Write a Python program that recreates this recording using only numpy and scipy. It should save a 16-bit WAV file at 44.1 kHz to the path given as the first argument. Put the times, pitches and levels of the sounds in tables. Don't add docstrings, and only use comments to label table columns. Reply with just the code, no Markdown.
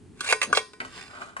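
import sys
import numpy as np
from scipy import signal
from scipy.fft import rfft, irfft, next_fast_len
from scipy.io import wavfile

SR = 44100
rng = np.random.default_rng(int(sys.argv[2]) if len(sys.argv) > 2 else 0)


def log_audio(samples):
    frames = np.atleast_2d(samples).T
    limited = np.clip(frames, -1, 1)
    pcm = np.round(limited * 32767).astype(np.int16)
    wavfile.write(sys.argv[1], SR, pcm)


N = 61739
FREQS, TIME = np.fft.rfftfreq(2 * N, 1 / SR), np.arange(N) / SR
HIT_GAIN = np.sqrt(0.02 * SR)


def amp(db):
    return 10 ** (np.asarray(db) / 20)


def unit_energy(x):
    return x / np.sqrt(np.sum(x ** 2) + 1e-20)


def look_up(rows, hz, column=1):
    table = np.transpose(rows)
    return np.interp(np.log(hz + 1), np.log(table[0]), table[column])


def filtered(x, gains):
    return irfft(rfft(x, 2 * N) * gains)[..., :N]


def add(mix, start_s, sound):
    part = mix[:, round(start_s * SR):][:, :sound.shape[1]]
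    part += sound[:, :part.shape[1]]


def stereo_noise(length, shared):
    noise = rng.standard_normal((3, length))
    return np.sqrt(shared) * noise[2] + np.sqrt(1 - shared) * noise[:2]


# pitch_hz, level_db
AIR_TONE = [(15, -48), (25, -12.5), (86, -4.5), (256, -9.5), (306, -12.5), (418, -13), (513, -33),
            (2240, -43), (5670, -49.5), (9510, -45.5), (12000, -65), (15600, -109), (22000, -120)]
# time_s, level_db
RUMBLE_SWELLS = [(0, 1), (.12, 3), (.3, -5.5), (.42, -7.5), (.52, 1.5), (.66, -8.5), (.78, -9.5), (.85, -1),
                 (1.1, -4), (1.4, -5)]


def open_air():
    air = filtered(stereo_noise(N, shared=0.63), amp(look_up(AIR_TONE, FREQS)))
    air = amp(-53) * air / air.std()
    rumble = filtered(air, 1 / (1 + (FREQS / 500) ** 4))
    hiss = air - rumble
    swell = amp(np.interp(TIME, *np.transpose(RUMBLE_SWELLS)))
    return rumble * swell + amp(10) * hiss


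# pitch_hz, level_db, fade_s (time to fall by 60 dB)
ECHO_TONE = [(198, -13, 0.21), (560, -8.5, 0.14), (1440, -19, 0.29), (2570, -16, 0.23), (5400, -14.5, 0.4),
             (9000, -12.5, 0.31)]


def wall_echo(sound):
    hz, t, bands = signal.stft(stereo_noise(N, shared=0.5), SR, nperseg=256)
    fade_s = look_up(ECHO_TONE, hz, column=2)[:, None]
    fade = np.exp(-np.log(1000) * t / fade_s)
    fade *= np.sqrt(2 * np.log(1000) / fade_s / SR)
    bands = bands * amp(look_up(ECHO_TONE, hz))[:, None] * fade
    tail = signal.istft(bands, SR, nperseg=256)[1][:, :N]
    tail *= np.minimum(TIME / 0.008, 1)
    return signal.fftconvolve(sound[None], tail, axes=1)[:, :N]


def ringing(notes):
    t = TIME[:SR // 2]
    return sum((-1) ** k * amp(db - 60 * t / fade_s) * np.sin(2 * np.pi * hz * t)
               for k, (hz, db, fade_s) in enumerate(notes))


def clack(notes, rattle_db, rattle_fade_s):
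    t = TIME[:SR // 2]
    freqs = np.fft.rfftfreq(len(t), 1 / SR)
    sharpness = 63
    peaks = sum(1 / (1 + (2 * sharpness * (freqs / hz - 1)) ** 2) for hz, _, _ in notes)
    noise = stereo_noise(len(t), shared=0.7)
    rattle = irfft(rfft(noise) * (1 + amp(2) * peaks), len(t))
    rattle *= np.exp(-np.log(1000) * t / rattle_fade_s)
    return unit_energy(ringing(notes)) + amp(rattle_db) * np.sqrt(2) * unit_energy(rattle)


BAND_BORDERS = [170, 400, 950, 1750, 2850, 5400, 10500]


def set_tone(sound, levels_db):
    size = next_fast_len(sound.shape[1] // 2 + 2048, True) * 2
    spectrum, hz = rfft(sound, size), np.fft.rfftfreq(size, 1 / SR) + 1
    power = (abs(spectrum) ** 2).mean(0) * 2 / size
    gains_db = [db - 10 * np.log10(power[(hz > low) & (hz < high)].sum())
                for db, low, high in zip(levels_db, BAND_BORDERS, BAND_BORDERS[1:])]
    low_cut_hz, blend_octaves, above_tick_db = 224, 0.18, -14
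    curve_db = gains_db[0] - 10 * np.log10(1 + (low_cut_hz / (hz + 10)) ** 6)
    steps_db = np.diff(gains_db + [gains_db[-1] + above_tick_db])
    for border, step_db in zip(BAND_BORDERS[1:], steps_db):
        curve_db += step_db * (1 + np.tanh(2 * np.log2(hz / border) / blend_octaves)) / 2
    log_gain = np.log(amp(np.concatenate([curve_db, curve_db[-2:0:-1]])))
    gains = np.exp(signal.hilbert(log_gain).conj())[:len(hz)]
    return irfft(spectrum * gains)[:, :sound.shape[1]]


def scrapes(rows, notes, rattle_db, rattle_fade_s):
    grits_per_s, grit_spread_db = 2000, 3.5
    slip_s, slip_db = 0.0037, 2.5
    out = np.zeros((2, N))
    for peak_s, rise_s, fall_s, *levels_db in rows:
        width_s = np.where(TIME < peak_s, rise_s, fall_s)
        stroke = np.exp(-abs((TIME - peak_s) / width_s) ** 1.316)
        slips = np.interp(TIME / slip_s, np.arange(N), rng.standard_normal(N))
        size_db = grit_spread_db * np.minimum(rng.exponential(1, N), 3) + slip_db * slips
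        catches = rng.random(N) < grits_per_s / SR
        grit = catches * rng.choice([-1, 1], N) * amp(size_db)
        tap = clack(notes, rattle_db, rattle_fade_s)
        rub = signal.fftconvolve((grit * stroke)[None], tap, axes=1)[:, :N]
        out += set_tone(rub, levels_db) * np.linalg.norm(stroke)
    return out


# pitch_hz, level_db, fade_s
LEFT_NOTES = [(254.4, -2, .12), (1092.5, 1.5, 0.054), (1298, -8, 0.18), (1503, 4, 0.027), (1956, 2, 0.046),
              (2403, -18, 0.017), (3025, 7, 0.044), (4560, -5, 0.044)]
# peak_s, rise_s, fall_s, thud_db, body_db, knock_db, clack_db, edge_db, tick_db
LEFT_SLIDES = [(.988, 0.067, 0.028, -62.5, -58.5, -51, -60, -49, -60),
               (1.215, 0.084, 0.067, -54, -49.5, -39.5, -49.5, -55.5, -65)]
# start_s, thud_db, body_db, knock_db, clack_db, edge_db, tick_db
LEFT_KNOCKS = [(.8020, -45.5, -51.5, -35, -34, -44.5, -52.5), (.8150, -45, -46, -43, -53, -72, -73),
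               (0.849, -50, -51, -41.5, -49, -51, -53), (1.3659, -58.5, -45.5, -34.5, -42, -53, -51),
               (1.3970, -52, -49, -41, -44, -52, -55)]


def work_on_left():
    out = scrapes(LEFT_SLIDES, LEFT_NOTES, rattle_db=13.5, rattle_fade_s=0.037)
    for start_s, *levels_db in LEFT_KNOCKS:
        knock = clack(LEFT_NOTES, rattle_db=5, rattle_fade_s=0.076)
        add(out, start_s, set_tone(knock, levels_db) * HIT_GAIN)
    return out


# pitch_hz, level_db, fade_s
GRIPPED_NOTES = [(440, -7, 0.065), (528, -4, 0.024), (761.6, -4, 0.056), (1170, 3.5, 0.034),
                 (1480.3, 2.5, 0.054), (1646, 0, 0.032), (2200, -4.5, 0.076), (2451, 0.5, 0.046),
                 (2686, 4, 0.046), (3308, 0, 0.07), (3670, -3, 0.038), (4140, 1, 0.039), (4740, -13, 0.041),
                 (4828, -6.5, 0.067), (5940, -4.5, .04), (6420, -2.5, 0.12), (7500, -27, 0.037),
                 (8480, -3, 0.12), (9420, 2, 0.071)]
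# pitch_hz, level_db, fade_s
FREE_NOTES = [(427, 0, .23), (1032, -2, .27), (1497, 1, .17), (1881, -4, .25), (2335, -3, .21),
              (2665, -7, .14), (3742, -14, .22), (5045, -9, .36), (6611, -17, .16), (7030, -20, .2),
              (7690, -19, .2), (8382, -13, .12), (8947, -13, .14), (9620, -13, .16)]
# peak_s, rise_s, fall_s, thud_db, body_db, knock_db, clack_db, edge_db, tick_db
CLOSE_SLIDES = [(.255, 0.032, 0.03, -55.5, -50, -36.5, -43, -40.5, -42),
                (.314, 0.045, 0.0099, -57, -37, -32, -26, -29.5, -30.5),
                (.428, 0.0076, 0.016, -72, -37.5, -32, -26.5, -33, -30),
                (.505, 0.028, 0.021, -38, -40.5, -47, -64, -50.5, -71),
                (.566, 0.016, 0.018, -48, -45, -34.5, -29, -30.5, -30.5),
                (.988, 0.076, 0.11, -59, -55, -49.5, -46.5, -49, -53.5),
                (1.23, 0.079, 0.067, -77, -66, -71, -65, -58, -56.5)]
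# start_s, thud_db, body_db, knock_db, clack_db, edge_db, tick_db, ring_db, rattle_db
TILE_CLINKS = [(0.2071, -48, -53, -32.5, -42.5, -35.5, -37.5, -69, 0),
               (.2880, -56, -43, -47, -28.5, -45, -51, -64, -7),
               (.3002, -65, -35, -42, -43, -54, -56, -70, -7),
               (0.3065, -75, -40, -50, -28.5, -34.5, -49, -52, -8),
               (.3253, -49, -24.5, -22.5, -19.5, -27.5, -28.5, -27.5, 1),
               (.4157, -54, -42, -33.5, -22.5, -33, -36.5, -38.5, 9),
               (.4285, -59, -41, -38.5, -34.5, -35.5, -31.5, -49, -2.5),
               (0.5276, -41.5, -31, -17, -34.5, -36.5, -35, -41, -4),
               (.5490, -69, -40, -44, -46.5, -29, -53, -58, 0),
               (0.5721, -40.5, -23.5, -25.5, -27, -23, -35.5, -29.5, 1),
               (0.7339, -70, -61, -59.5, -58, -55, -63, -49, 21)]


def handling_tiles():
    out = scrapes(CLOSE_SLIDES, GRIPPED_NOTES, rattle_db=9.5, rattle_fade_s=0.017)
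    for start_s, *levels_db, ring_db, rattle_db in TILE_CLINKS:
        hit = set_tone(clack(GRIPPED_NOTES, rattle_db, rattle_fade_s=0.041), levels_db)
        ring = amp(ring_db) * unit_energy(ringing(FREE_NOTES))
        add(out, start_s, (hit + ring) * HIT_GAIN)
    return out


def placed(sound, left_lead_rad, left_louder_db):
    left = amp(left_louder_db / 2)
    right = amp(-left_louder_db / 2) * np.exp(-1j * left_lead_rad)
    gains = np.array([left, right])
    return filtered(sound, gains / np.sqrt(np.mean(abs(gains) ** 2, axis=0)))


# pitch_hz, left_lead_rad, left_louder_db
CLOSE_DIRECTION = [(202, 0.73, 2.5), (490, -0.03, 4), (760, 1.42, 3.5), (1160, 0.66, 3), (1620, 0.95, -1.5),
                   (2290, 0.27, -3), (2480, 2, -5.5), (3460, 2.5, -5.5), (4700, 1.95, -2.5),
                   (6500, 1.66, 0.5), (8330, -1.56, 0)]
# pitch_hz, left_louder_db
WORK_DIRECTION = [(250, -2), (700, 15), (1400, -1.5), (3000, -2), (7000, 2.5)]


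def scene():
    close, work = handling_tiles(), work_on_left()
    work_lead_s = 0.00027
    direct = placed(close, look_up(CLOSE_DIRECTION, FREQS), look_up(CLOSE_DIRECTION, FREQS, column=2))
    direct += placed(work, 2 * np.pi * FREQS * work_lead_s, look_up(WORK_DIRECTION, FREQS))
    echo = wall_echo((close + amp(9.5) * work)[0])
    return direct + echo + open_air()


def record(dry):
    treble_cut = signal.firwin(255, 11700, window=("kaiser", 8), fs=SR)
    return signal.oaconvolve(dry, treble_cut[None], "same")


dry = scene()
out = record(dry)
log_audio(out)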